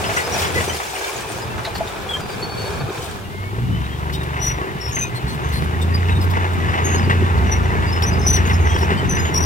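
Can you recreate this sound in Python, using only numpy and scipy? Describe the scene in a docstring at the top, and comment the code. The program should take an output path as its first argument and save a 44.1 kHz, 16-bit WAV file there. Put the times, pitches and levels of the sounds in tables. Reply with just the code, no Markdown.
"""On an open fill site, two diesel engines rev while soil slides out of a tipper's steel bed; clods and stones
strike, low thumps fall and the tailgate hinge squeaks. From the left a tracked machine roars, clanks, squeals.
Engines are sums of harmonics, soil and roar are filtered noise, blows are damped resonances, and squeals are
wavering friction tones. Two spaced microphones: what comes from the left reaches the right one later."""
import sys
import numpy as np
from scipy import signal
from scipy.fft import rfft, irfft, next_fast_len
from scipy.io import wavfile
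from scipy.ndimage import uniform_filter1d

SR = 44100
rng = np.random.default_rng(int(sys.argv[2]) if len(sys.argv) > 2 else 0)


def master(y):
    """Save y as 16-bit WAV."""
    cut = np.clip(np.atleast_2d(y).T, -1, 1)
    pcm = np.round(cut * 32767)  # scale
    wavfile.write(sys.argv[1], SR, pcm.astype(np.int16))


N = 416744
T = np.arange(N) / SR  # s
SIZE = next_fast_len(N + 64, True)
F = np.arange(SIZE // 2 + 1) * SR / SIZE + 1e-3  # Hz, kept above zero for the logarithm


def undb(db):
    """Level law: amplitude ratio for a level in dB."""
    return 10 ** (np.asarray(db) / 20)


def unit(x):
    """Normalization: scale to an effective value of one."""
    return x / np.sqrt(np.mean(x ** 2))


def white():
    """White noise: equal mean power at every frequency."""
    return rng.standard_normal(N)


def curves(table, off=None):
    """Linear interpolation: table columns become signals, with an optional value outside their span."""
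    s, *columns = np.transpose(table)
    return [np.interp(T, s, c, off, off) for c in columns]


def walk(rate):
    """Slow random modulation: levels held 1 / rate s and smoothed twice, with a spread near 1."""
    k = int(SR / rate)
    held = np.repeat(rng.standard_normal(N // k + 1), k)
    return 1.57 * uniform_filter1d(uniform_filter1d(held, k), k)[:N]


def colour(x, spectrum):
    """Linear filtering: shape by (Hz, dB) points, with steep slopes outside them, then normalize."""
    hz, db = np.transpose(spectrum)
    octaves_outside = np.log2(np.minimum(F / hz[0], 1)) - np.log2(np.maximum(F / hz[-1], 1))
    gain_db = np.interp(np.log(F), np.log(hz), db) + 24 * octaves_outside
    return unit(irfft(rfft(x, SIZE) * undb(gain_db), SIZE)[:N])


def grains(rate, spread_db, share):
    """Granular noise: random decaying puffs of unequal size take a share of the power, steady noise the rest."""
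    size_db = spread_db * np.minimum(rng.exponential(size=N), 2.8)
    impacts = (rng.random(N) < rate / SR) * undb(size_db)
    puffs = signal.lfilter([1], [1, -.994], impacts)
    return np.sqrt(share) * unit(puffs * white()) + np.sqrt(1 - share) * white()


def resonate(x, hz, q):
    """Resonance: pass a narrow band round one pitch."""
    return signal.lfilter(*signal.iirpeak(hz, q, SR), x)


def add(out, s, x):
    """Superposition: mix a short sound in at a time."""
    i = int(s * SR)
    out[i:i + len(x)] += x[:N - i]


def random_rings(rate, low_hz, high_hz, t60):
    """Free vibration: small bodies ring briefly at random times, pitches and strengths."""
    out, t = np.zeros(N), T[:int(t60 * SR)]
    shape = (1 - np.exp(-t / 0.01)) * undb(-60 * t / t60)
    for when, pitch, size in rng.random((int(rate * N / SR), 3)):
        hz = low_hz * (high_hz / low_hz) ** pitch
        add(out, when * T[-1], undb(16.0 * size) * shape * np.sin(2 * np.pi * hz * t))
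    return out


def wide(make, alike):
    """Partial coherence: a broad source has a shared part and a part opposed between the microphones."""
    shared = np.sqrt((1 + alike) / 2) * make()
    return shared + np.sqrt((1 - alike) / 2) * make() * np.array([[1], [-1]])


# Loss on the path to the right microphone. Each row: frequency in Hz, loss in dB.
SHADE = [(100, -1), (400, 3), (700, 2), (1350, 1.35), (2500, 3.5), (5000, 3.5), (15000, 3.5)]
LAG_S, SQUEAL_LAG_S = 3.72e-4, 3.47e-4  # middle delay to the right microphone, for machines and track squeals
LAG_GAIN_S, LAG_GAINS_S = 1.8e-5, (3.8, 6.2)  # delay grows this much over this span: the machine moves round


def left(x, lag_s):
    """Propagation delay and shading: the far microphone hears a left source later and partly dulled."""
    hz, db = np.transpose(SHADE)
    path = rfft(x, SIZE) * undb(-np.interp(np.log(F), np.log(hz), db))

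    def delayed(s):
        """Phase shift: a delay turns each frequency in proportion to its pitch."""
        return irfft(path * np.exp(-2j * np.pi * F * s), SIZE)[:N]

    moved = np.interp(T, LAG_GAINS_S, (0, 1))
    far = (1 - moved) * delayed(lag_s - LAG_GAIN_S / 2) + moved * delayed(lag_s + LAG_GAIN_S / 2)
    return np.array([x, far])


# Spectrum of the open air. Each row: frequency in Hz, relative density in dB per Hz.
AIR = [(300, -16), (1500, -33), (3000, 1.5), (6000, -10.5), (10000, -12), (15500, -12.5)]


def air():
    """Stationary noise: a faint steady background hiss."""
    return colour(white(), AIR) * undb(-44.5)


# Steady noises. Each row: time in seconds, rumble level in dB, roar level in dB, both before each part's trim.
NOISE = [(0.0, -27.5, -40.5), (0.73, -28.5, -36.5), (0.79, -37.5, -45), (1.29, -38, -44), (1.39, -32, -40),
         (1.9, -32, -43), (2.9, -29.5, -49), (3.37, -32.5, -44), (3.55, -24.5, -41.5), (4.62, -32.5, -35.5),
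         (4.69, -31, -36.5), (4.85, -28.5, -38.5), (5.03, -25.5, -37.5), (6.84, -22.5, -32),
         (9.45, -20, -32)]
# Spectrum of the rumble. Each row: frequency in Hz, relative density in dB per Hz.
RUMBLE = [(25, -12), (45, -12), (70, 0), (130, -1), (200, -4), (270, -11), (400, -20)]


def rumble(rumble_db, throb_db):
    """Low-frequency noise with amplitude modulation: the site rumbles and throbs."""
    return colour(white(), RUMBLE) * undb(rumble_db - 2.0 + throb_db)


# Spectrum of the machine roar. Each row: frequency in Hz, relative density in dB per Hz.
ROAR = [(200, -6.5), (390, 12), (540, 0.5), (880, 8.5), (1250, 6), (1700, 4.5), (2000, 4), (2380, -4),
        (2620, -2), (2950, -1), (3150, -13.5), (3600, -8), (4200, -19), (6500, -20.5), (15000, -45.5)]
# What the earth heaps return of the roar. Each row: frequency in Hz, relative gain in dB.
HEAPS = [(200, 5.5), (550, 5), (800, 0.5), (1400, -3), (2000, -4.5), (2400, 6.5), (2800, -6.5), (3500, 3.5),
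         (15000, 9)]


def heaps(roar_db):
    """Diffuse reflection: separate noise stands for the roar returned by the earth heaps."""
    return colour(colour(white(), ROAR), HEAPS) * undb(roar_db + 2.0)


# Sliding load. Each row: time in seconds, clods level in dB, fine soil level in dB, before each part's trim.
SOIL = [(0.0, -26, -36.5), (0.13, -28.5, -38), (0.19, -27.5, -32), (0.27, -28, -38.5), (0.42, -26, -34.5),
        (0.52, -26.5, -34.5), (0.6, -27, -32.5), (0.75, -29, -32), (0.82, -29.5, -34.5),
        (1.53, -31.5, -45.5), (2.4, -32, -49.5), (2.87, -30.5, -49), (3.01, -31, -42), (3.5, -46.5, -69)]
# Spectrum of the clods. Each row: frequency in Hz, relative density in dB per Hz.
CLODS = [(200, -30), (390, 0), (560, -5.5), (850, -8), (1100, -8.5), (1700, -9.5), (2000, -23.5),
         (2400, -10), (2800, -24.5), (3500, -17), (6000, -36)]


def clods(clods_db, clumps_db, surges_db):
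    """Granular flow: coarse lumps tumble as dense random puffs."""
    return colour(grains(160, 2.8, 0.33), CLODS) * undb(clods_db + 0.4 * clumps_db + surges_db)


def pebbles(clods_db):
    """Impact excitation: stones ring the bed as they slide."""
    return colour(random_rings(60, 402.5, 3437, 0.073), CLODS) * undb(clods_db - 10.5)


# Spectrum of the fine soil. Each row: frequency in Hz, relative density in dB per Hz.
FINES = [(1200, 2), (2400, 13), (3600, 6), (5500, 8.5), (8000, 6), (10500, 2), (12000, -4.5), (15500, 0)]


def fines(fines_db, clumps_db):
    """Granular flow: fine soil hisses as smaller, more even puffs."""
    return colour(grains(140, 1.6, 0.26), FINES) * undb(fines_db + 5.5 + clumps_db)


def grit(fines_db, clumps_db):
    """Impact excitation: small stones ping off the steel."""
    return colour(random_rings(220, 1502, 10000, 0.025), FINES) * undb(fines_db - 3.0 + clumps_db)


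# Spectrum of the droning bed. Each row: frequency in Hz, relative density in dB per Hz.
SLIDE = [(560, -14), (680, -2.5), (900, -2), (1080, -14)]


def drone(clods_db, surges_db):
    """Forced vibration: the bed drones under the sliding load."""
    return colour(grains(80, 3.5, 0.4), SLIDE) * undb(clods_db - 7.5 + surges_db)


# Low thumps: lumps of earth and chugs of the lugging engine. Each row: start in seconds, level in dB before
# the envelope, pitch in Hz.
THUMPS = [(0.41, -17, 83.4), (0.559, -10.5, 392), (0.599, -29, 80.7), (0.678, -10.5, 390),
          (0.719, -23, 380), (0.746, -17, 425), (2.238, -17, 392), (2.368, -20.5, 146), (2.429, -16.5, 368),
          (2.548, -16, 116), (2.589, -18, 102), (2.63, -21, 116.7), (2.689, -21, 72.7), (2.809, -17, 142),
          (2.836, -15, 114), (2.52, -18, 378), (2.6, -19, 406), (2.642, -17, 390), (2.888, -13, 372),
          (2.904, -11.5, 390), (2.98, -18.5, 132), (3.028, -19, 385), (3.345, -20, 380), (3.53, -18, 386),
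          (3.582, -18, 394.7), (4.752, -16, 145), (4.859, -14.5, 75.6), (5.25, -19, 76), (5.352, -15, 145),
          (6.19, -13, 330.2), (7.005, -7, 201), (7.075, -10, 382.5), (7.152, -12, 387.6),
          (7.223, -7, 369.7), (7.345, -15, 298), (8.75, -13, 383.3), (8.92, -8.5, 370), (9.03, -11, 401)]


def thumps():
    """Heavy damping: each thump gives a few cycles, its decay set in periods of its own pitch."""
    out, t = np.zeros(N), T[:SR // 5]
    for s, db, hz in THUMPS:
        shape = (1 - np.exp(-t * hz / 0.47)) * np.exp(-t * hz / 1.94)
        add(out, s, undb(db) * shape * np.sin(2 * np.pi * hz * t))
    return out


# Clods that strike the bed. Each row: start in seconds, strength in dB.
KNOCKS = [(0.09, -13), (0.361, -14), (1.299, -21), (1.672, -12.5), (1.806, -4.5)]
# Modes of the loaded bed. Each row: frequency in Hz, relative level in dB, time to fall 60 dB in seconds.
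BED = [(664, -5, 0.075), (851, -14.5, 0.097)]


def knocks():
    """Modal vibration: clods ring the low modes of the loaded bed."""
    out, t = np.zeros(N), T[:SR // 4]
    ring = sum(undb(db - 60 * t / t60) * np.sin(2 * np.pi * hz * t) for hz, db, t60 in BED)
    for s, db in KNOCKS:
        add(out, s, undb(db) * (1 - np.exp(-t / 0.0014)) * ring)
    return out


def clanks(table, burst_db, t60):
    """Struck resonance: each blow rattles a broad ring round its own pitch, over a wider burst."""
    out, t = np.zeros(N), T[:SR // 4]
    body = colour(colour(white(), ROAR), [(500, 0.5), (3000, 8.0), (5000, 6.2)])
    shape = (1 - np.exp(-t / 0.0011)) * undb(-60 * t / t60)
    for s, db, hz in table:
        ring = unit(resonate(rng.standard_normal(len(t)), hz, 12.0))
        burst = np.resize(body[int(s * SR):], len(t))
        add(out, s, undb(db - 6.5) * shape * (ring + undb(burst_db) * burst))
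    return out


# Stones that crack on the bed. Each row: start in seconds, nominal level in dB, ring pitch in Hz.
STONES = [(1.58, -22.5, 1300), (1.648, -19.5, 3980), (1.752, -24, 4448), (1.872, -27.5, 3580)]


def stones():
    """Impact excitation: stones crack on the bed with a short coloured ring."""
    return clanks(STONES, burst_db=0.0, t60=0.15)


# Fainter tones over each squeal. Each row: distance above the pitch in Hz, relative level in dB.
ABOVE = [(2350, -31), (3700, -38), (4700, -19.5), (7050, -28), (9400, -27)]
SLIP_ATTACK_S, SLIP_RELEASE_S = 0.006, 0.0085  # a squeal swells in, holds, then dies with this time constant
SLIP_RING_DB, SLIP_RING_S = -10, 0.025  # the steel rings on faintly
SLIP_LEAD_DB, SLIP_LEAD_S = -17, 0.014  # a faint whisper grows in before the steel bites
SLIP_SAG = 0.004  # share by which the pitch sinks from start to end
FIRM_DB = -18  # the fainter a slip is under this level, the more it drops out


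def squeals(table, rough_db, waver, blur_db, dropout, upper_db):
    """Stick-slip friction: steel sings on one mode inside a noisy blur, with fainter, rougher tones above."""
    out = np.zeros(N)
    flutter = undb(-rough_db * np.abs(walk(90)))
    drift = 0.7 * walk(200) + 0.8 * walk(40)
    fray = walk(500)
    chatter = np.maximum(walk(70), 0)
    grind = colour(white(), [(4000, 5), (15500, -11)])  # the same contact also hisses
    for start, hold, hz, db in table:
        held = SLIP_ATTACK_S + hold
        first = max(int((start - 4 * SLIP_LEAD_S) * SR), 0)
        last = min(int((start + held + 4 * SLIP_RING_S) * SR), N)
        i = slice(first, last)
        t = T[i] - start
        after = np.maximum(t - held, 0)

        sag = SLIP_SAG * (.5 - np.clip(t / held, 0, 1))
        turn = 2 * np.pi * hz * np.cumsum(1 + waver * drift[i] + sag) / SR
        upper = undb(-29) * np.sin(2 * turn)
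        upper = upper + sum(undb(d) * np.sin(turn + 2 * np.pi * up_hz * t) for up_hz, d in ABOVE)
        tone = (1 + undb(blur_db) * fray[i]) * np.sin(turn)
        tone += undb(upper_db) * (1 + .4 * fray[i]) * upper
        tone += undb(upper_db - 29) * grind[i]

        attack = np.clip(t / SLIP_ATTACK_S, 0, 1)
        decay = np.exp(-after / SLIP_RELEASE_S) + undb(SLIP_RING_DB) * np.exp(-after / SLIP_RING_S)
        lead = undb(SLIP_LEAD_DB) * np.exp(np.minimum(t, 0) / SLIP_LEAD_S)
        shape = attack ** 0.87 * decay + lead * np.clip(1 - t / SLIP_ATTACK_S, 0, 1)
        level = undb(db - dropout * max(FIRM_DB - db, 0) * chatter[i])
        out[i] += np.sqrt(2) * level * shape * flutter[i] * tone
    return out


# Slips of the tailgate hinge. Each row: start in seconds, hold in seconds, pitch in Hz, nominal level in dB.
HINGE = [(1.415, 0.0072, 4990, -37.5), (2.09, 0.025, 3343, -25.5), (2.132, 0.015, 3176, -22),
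         (2.205, .05, 4770, -45), (2.295, 0.039, 4750, -42.5), (2.422, 0.018, 4430, -27.5),
         (2.49, 0.046, 4450, -38), (2.572, 0.054, 4440, -34.5), (2.65, 0.026, 4440, -36.5),
         (2.715, 0.045, 4440, -46), (2.795, 0.0089, 4450, -38.5)]


def hinge():
    """Stick-slip friction: the tailgate hinge squeaks with a fairly pure tone."""
    return squeals(HINGE, rough_db=2.0, waver=0.0021, blur_db=-21, dropout=0.05, upper_db=-5.5)


# Unequal cylinders. Each row: order in thirds of the firing rate, level in dB relative to the tones.
UNEVEN = [(2, -10.5), (4, -7.5), (5, -5.5), (7, -8.5), (8, -11.5), (9, -18)]
PIPE_HZ, PIPE_WIDTH_HZ, PIPE_DB = 116.3, 24, 6.5  # the exhaust pipe lifts whichever uneven line crosses it


def engine(table, uneven_db):
    """Harmonic series: exhaust tone and octave, with wavering lines at thirds of the firing rate."""
    hz = curves(table)[0]
    tone_db, octave_db = curves(table, off=-90)[1:]
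    turn = 2 * np.pi * np.cumsum(hz) / SR + 0.09 * walk(20)
    out = undb(tone_db + 1.0 * walk(14)) * np.sin(turn)
    out += undb(octave_db + 1.5 * walk(14)) * np.sin(2 * turn)
    drive_db = (tone_db + octave_db) / 2 + uneven_db
    for thirds, db in UNEVEN:
        pipe_db = PIPE_DB / (1 + (2 * (thirds * hz / 3 - PIPE_HZ) / PIPE_WIDTH_HZ) ** 2)
        line_db = drive_db + db + pipe_db + 1.5 * walk(4)
        out += undb(line_db) * np.sin(thirds * turn / 3 + 0.4 * walk(3))
    return np.sqrt(2) * out


# First engine: revs up, then holds near 86 Hz. Each row: time in seconds, firing rate in Hz,
# firing tone in dB, second harmonic in dB.
FIRST_ENGINE = [(0, 84.3, -38.5, -48), (0.7, 86.2, -32.5, -48), (0.86, 62, -49, -70), (1.5, 59.4, -49, -32),
                (1.8, 57.2, -37, -41), (2.1, 47, -56, -61), (3.28, 45.24, -50, -38.5),
                (3.36, 46.4, -48, -27), (3.5, 49.5, -45, -26.5), (3.65, 62.6, -32, -22.5),
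                (3.8, 68.6, -27.5, -36), (4.05, 73.8, -29.5, -33), (4.55, 70.2, -31, -32.5),
                (4.64, 69.1, -36, -39), (4.69, 66, -50, -54), (4.82, 61, -32, -50), (4.89, 60.2, -36, -23),
                (4.94, 59.6, -48, -45), (5.01, 59.6, -40, -23), (5.07, 60, -47, -43),
                (5.14, 60.46, -47, -25.5), (5.19, 61.96, -49, -37), (5.25, 64.5, -26, -24),
                (5.32, 67.3, -46, -44), (5.45, 72.66, -26.5, -30), (6.05, 88.9, -17, -38.5),
                (6.25, 90.7, -20, -58), (6.8, 85.73, -22.5, -38), (7.1, 89.4, -17.5, -32),
                (7.7, 85.37, -23, -41), (8.0, 82.5, -23, -40), (8.6, 86.67, -19, -38),
                (9.0, 85.84, -24, -42), (9.45, 85.84, -26.5, -60)]


def first_engine():
    """Periodic combustion: the first engine revs up, then holds near 86 Hz."""
    return engine(FIRST_ENGINE, uneven_db=-2.5)


# Casing resonances. Each row: frequency in Hz, width in Hz, gain in dB at the peak.
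CASING = [(2190, 110, 6), (2860, 90, 2), (3030, 90, 6), (3230, 60, -4)]
WHINE_PER_FIRING, WHINE_DB = 45.3, -43.5  # multiple of the first engine's firing rate; level before casing gain
WHINE_AT_HZ_PER_S, WHINE_ENDS_S = 15, 4.1  # climb of firing rate that gives full drive; end of the whine


def whine():
    """Gear meshing: a thin unsteady tone as the first engine gains speed, swelling at casing resonances."""
    hz = curves(FIRST_ENGINE)[0]
    climb = uniform_filter1d(np.gradient(hz) * SR, size=SR // 10) / WHINE_AT_HZ_PER_S
    load = np.clip(climb, 0, 1) * (T < WHINE_ENDS_S)
    pitch = WHINE_PER_FIRING * hz
    casing = sum(undb(db) / (1 + (2 * (pitch - f) / width) ** 2) for f, width, db in CASING)
    turn = 2 * np.pi * np.cumsum(pitch * (1 + 0.003 * walk(55))) / SR
    return np.sqrt(2) * load * casing * undb(WHINE_DB + 2.8 * walk(30)) * np.sin(turn)


# Second engine: enters later, its pitch dipping and climbing. 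Each row: time in seconds, firing rate in Hz,
# firing tone in dB, second harmonic in dB.
SECOND_ENGINE = [(4.35, 52.6, -50, -60), (4.52, 53.6, -27, -50), (4.63, 54, -40, -50),
                 (4.68, 54.34, -60, -60), (5.4, 58.86, -44, -46), (5.55, 62.1, -26, -37),
                 (5.8, 61.6, -48, -49), (6.03, 58.95, -40, -50), (6.14, 64.6, -19, -44),
                 (6.3, 71.6, -45, -58), (6.85, 83.2, -56, -41), (7.1, 78.7, -47, -39),
                 (7.4, 70.2, -19, -37), (7.65, 59.26, -24, -35), (7.95, 50.5, -37, -33),
                 (8.2, 60.57, -22.5, -39), (8.5, 66.56, -23, -40), (8.7, 70.73, -20, -35),
                 (8.85, 76.1, -23, -35), (9.0, 79.6, -31, -42), (9.2, 79.5, -28, -52), (9.45, 82, -23, -50)]


def second_engine():
    """Periodic combustion: the second engine enters later, its pitch dipping and climbing."""
    return engine(SECOND_ENGINE, uneven_db=-6.0)


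FLICKER_DB = 1.2  # spread of each part of the roar
FIRING_BEAT = 0.2  # share by which the roar pulses with each firing of the first engine


def roar(roar_db):
    """Modulated broadband noise: diesel clatter and track noise flicker apart in three bands."""
    full = colour(grains(120, 3.7, 0.34), ROAR)
    low, mid = (signal.lfilter(*signal.butter(2, hz, fs=SR), full) for hz in (700., 2300.))
    bands = (low, 16), (mid - low, 14), (full - mid, 12)  # each with its flicker rate
    parts = sum(part * undb(FLICKER_DB * walk(rate)) for part, rate in bands)
    beat = 1 + FIRING_BEAT * np.cos(2 * np.pi * np.cumsum(curves(FIRST_ENGINE)[0]) / SR)
    return parts * beat * undb(roar_db + 7.5 + .8 * walk(15))


def loose_steel(roar_db):
    """Free vibration: loose steel parts ring briefly at random pitches."""
    return colour(random_rings(90, 900.2, 3800, 0.11), ROAR) * undb(roar_db)


# Link clanks. 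Each row: start in seconds, nominal level in dB, ring pitch in Hz.
CLANKS = [(0.039, -19, 2980), (0.093, -21, 1040), (0.172, -14, 2030), (0.4184, -18.5, 2040),
          (0.445, -22, 3370), (0.5694, -21, 2010), (0.6, -22, 2760), (0.8, -21, 1200),
          (0.9522, -23.5, 2264), (4.363, -22, 2056), (4.498, -24, 1960), (4.9652, -19.5, 2020),
          (6.0834, -22, 2655), (6.3347, -22, 2110), (6.733, -20, 2025), (6.776, -20, 2017),
          (7.097, -12.5, 1900), (7.5199, -21, 1698), (7.651, -30, 1970), (7.824, -20.5, 1955),
          (8.0217, -24, 2170), (8.369, -20, 1850), (8.4979, -18, 2014), (8.9027, -17, 1814),
          (9.1672, -19, 1760), (9.25, -20.5, 2967)]


def links():
    """Struck resonance: the track links clank."""
    return clanks(CLANKS, burst_db=5.5, t60=0.19)


# Dry steel scrapes. Each row: start in seconds, length in seconds, nominal level in dB, strongest pitch in Hz.
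SCRAPES = [(0.24, .03, -34, 9180), (0.29, 0.06, -34, 9140), (0.38, 0.092, -20, 5600),
           (0.542, .04, -24, 5800), (0.64, 0.048, -19, 9220), (0.883, 0.06, -25, 7900),
           (1.64, .036, -30, 9900), (1.746, 0.046, -24, 7060), (1.87, .036, -31, 6900),
           (2.01, 0.03, -26, 7100), (2.095, .02, -27, 7800), (3.015, 0.032, -26, 7470),
           (3.04, .05, -25, 8780), (3.1058, 0.029, -33, 8860), (3.979, .03, -34, 6010),
           (4.124, 0.035, -19, 5400), (4.2304, .015, -25, 11900), (4.418, .1, -26.5, 10420),
           (4.808, 0.048, -40, 8600), (4.886, .025, -28, 10700), (4.96, .09, -35, 10800),
           (5.147, 0.039, -27, 8470), (5.277, 0.095, -30, 8890), (5.485, .015, -27, 6990),
           (5.518, 0.13, -26.5, 11130), (5.812, 0.035, -25, 8110), (6.07, 0.033, -34, 5290),
           (6.211, 0.038, -23, 13400), (6.299, 0.032, -27, 13410), (6.523, .036, -34, 8720),
           (7.376, 0.019, -32, 4466), (7.5175, 0.031, -35, 10610), (8.02, 0.0077, -14, 4650),
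           (8.03, .025, -27, 11110), (8.06, 0.049, -33, 10700), (8.2767, .04, -21, 10660),
           (8.323, 0.047, -24, 10350), (8.362, 0.013, -20, 5230), (8.463, 0.099, -30.5, 11510),
           (8.769, 0.062, -29, 11300), (8.835, .02, -29, 14840), (9.0995, .07, -34, 10840),
           (9.337, 0.068, -25, 10300), (9.4057, 0.046, -25, 10370)]


def scrapes():
    """Dry friction noise: bright bursts, strongest round one pitch and streaked by a few narrow rings."""
    out, t = np.zeros(N), T[:SR // 4]
    hiss = colour(white(), [(3500, 15.5), (6000, 1.0), (11000, -0.5), (15500, 0)])
    hiss = hiss * undb(2.3 * walk(120))
    for s, length, db, hz in SCRAPES:
        noise = np.resize(hiss[int(s * SR):], len(t))
        rings = sum(resonate(noise, 4000 * 3.7 ** p, 45.0) for p in rng.random(5))
        scrape = noise + undb(7.0) * resonate(noise, hz, 14.0) + undb(0.5) * rings
        shape = (1 - np.exp(-t / 0.0028)) * np.exp(-(t / length) ** 3)
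        add(out, s, undb(db - 10.5) * shape * scrape)
    return out


# Slips of the track. Each row: start in seconds, hold in seconds, pitch in Hz, nominal level in dB.
TRACK = [(0.055, 0.019, 5130, -36), (0.162, 0.046, 1960, -25.5), (0.162, .012, 1450, -22),
         (0.245, 0.018, 5100, -32), (0.318, .022, 5700, -26.5), (0.55, 0.034, 1990, -21.5),
         (0.585, 0.034, 7700, -37), (0.675, 0.022, 6060, -32), (0.745, .01, 11400, -42),
         (0.8, .04, 2290, -38), (0.95, .008, 9100, -38), (0.692, .012, 3070, -29), (1.012, .03, 1630, -26),
         (1.02, 0.071, 2290, -35), (1.03, .012, 3600, -33), (1.5, 0.022, 2690, -38),
         (1.575, 0.023, 1310, -33), (1.125, .06, 6760, -40), (1.275, .035, 8800, -39),
         (3.24, .03, 2800, -45), (3.825, 0.036, 3800, -41), (4.128, 0.032, 3733, -33.5),
         (4.175, .04, 3720, -38), (4.13, .015, 3060, -40), (4.392, 0.016, 5740, -38),
         (4.415, 0.037, 5860, -23.5), (4.445, 0.032, 5860, -19.5), (4.49, 0.025, 5820, -25),
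         (4.808, 0.063, 5490, -27), (4.895, 0.038, 5490, -40), (4.918, 0.014, 6550, -33),
         (4.936, .01, 6300, -32), (5.055, .008, 6200, -41), (4.948, 0.019, 6200, -24),
         (4.985, 0.0082, 6280, -22), (5.002, 0.03, 6180, -23), (5.01, 0.042, 2490, -28),
         (5.01, .04, 3730, -36), (5.152, 0.011, 4210, -28.5), (5.27, 0.037, 4262, -33),
         (5.29, .03, 6200, -46), (5.43, 0.038, 6350, -46), (5.495, 0.026, 6265, -41),
         (5.52, 0.021, 4250, -32), (5.55, 0.025, 4210, -31), (5.812, 0.0068, 3630, -30.5),
         (5.942, 0.0077, 4856, -23.5), (6.1, .02, 3770, -35), (6.148, 0.017, 3700, -33),
         (6.205, .015, 5020, -38), (6.59, .015, 5800, -48), (6.68, .01, 5050, -46),
         (6.842, 0.038, 6517, -26), (6.898, 0.061, 6500, -26.5), (6.95, 0.0096, 4426, -33),
         (6.965, 0.036, 5200, -39), (7.03, .012, 4730, -38), (7.445, 0.041, 5906, -47),
         (7.515, 0.0061, 5870, -23), (7.529, 0.004, 5860, -27), (7.538, 0.014, 5870, -35),
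         (7.559, 0.0038, 5870, -41), (7.635, .012, 5815, -47), (7.865, 0.031, 4797, -38),
         (7.92, 0.035, 5250, -29.5), (8.027, 0.015, 5550, -24), (8.03, .006, 5120, -32),
         (8.06, 0.022, 6030, -24), (8.105, 0.0076, 4990, -35), (8.127, 0.005, 4970, -29),
         (8.13, 0.006, 5450, -37), (8.168, 0.0058, 4980, -43), (8.19, 0.072, 6100, -38),
         (8.212, 0.087, 5285, -31.5), (8.265, 0.014, 5880, -15), (8.285, 0.019, 5950, -16),
         (8.323, 0.03, 5965, -17.5), (8.362, 0.0073, 5660, -24), (8.455, 0.019, 6570, -35),
         (8.49, .02, 5450, -39), (8.53, 0.0073, 5390, -26), (8.5, 0.032, 5970, -38), (8.66, .04, 5450, -42),
         (8.53, 0.041, 6620, -36), (8.6, 0.038, 6570, -44), (8.69, 0.076, 3250, -36),
         (8.65, 0.072, 6070, -38), (8.74, .12, 6000, -43), (8.685, .025, 7230, -44),
         (8.79, 0.055, 7120, -44), (8.97, .012, 4620, -39), (8.97, .02, 3100, -33),
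         (8.738, 0.01, 5400, -35), (8.78, 0.018, 5620, -33), (8.808, 0.02, 5430, -32.5),
         (9.092, 0.011, 6080, -22.5), (9.115, .012, 5990, -26), (9.145, 0.015, 6010, -24.5),
         (9.168, 0.11, 6690, -36), (9.165, 0.0055, 5100, -34), (9.19, 0.0055, 5133, -34),
         (9.35, 0.029, 5080, -36), (9.435, .008, 4996, -34), (9.34, 0.013, 5686, -22),
         (9.357, 0.022, 5620, -20), (9.4, .02, 5740, -23.5), (9.422, 0.022, 5810, -26)]


def track_squeals():
    """Stick-slip friction: the track steel squeals, with more waver and blur than the hinge."""
    return squeals(TRACK, rough_db=2.0, waver=0.004, blur_db=-12, dropout=0.3, upper_db=2)


BED_LEFT_DB = 0.6  # level by which bed and broad sources are louder on the left


def scene():
    """Superposition: broad background, the load in its bed, and the machines from the left."""
    rumble_db, roar_db = curves(NOISE)
    clods_db, fines_db = curves(SOIL, off=-88)
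    clumps_db, surges_db = 2.2 * walk(18), 0.61 * walk(5.8)  # the load lets go in clumps and slower surges
    throb_db = 2.0 * walk(12) + 1.5 * walk(25)  # the rumble throbs alike on both sides

    spread = wide(air, 0.038) + wide(lambda: rumble(rumble_db, throb_db), 0.42)
    spread += wide(lambda: heaps(roar_db), 0.31)
    spread += wide(lambda: clods(clods_db, clumps_db, surges_db), 0.25)
    spread += wide(lambda: fines(fines_db, clumps_db), 0.069)

    bed = drone(clods_db, surges_db) + pebbles(clods_db) + grit(fines_db, clumps_db)
    bed += thumps() + knocks() + stones() + hinge()

    machines = first_engine() + whine() + second_engine()
    machines += roar(roar_db) + loose_steel(roar_db) + links() + scrapes()
    balance = undb([[BED_LEFT_DB / 2], [-BED_LEFT_DB / 2]])
    return (bed + spread) * balance + left(machines, LAG_S) + left(track_squeals(), SQUEAL_LAG_S)


def record(dry):
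    """Low-pass filtering: the recorder cuts the top steeply above 15.8 kHz."""
    return signal.sosfilt(signal.ellip(10, .2, 80, 15800, fs=SR, output="sos"), dry)


dry = scene()
out = record(dry)
master(out)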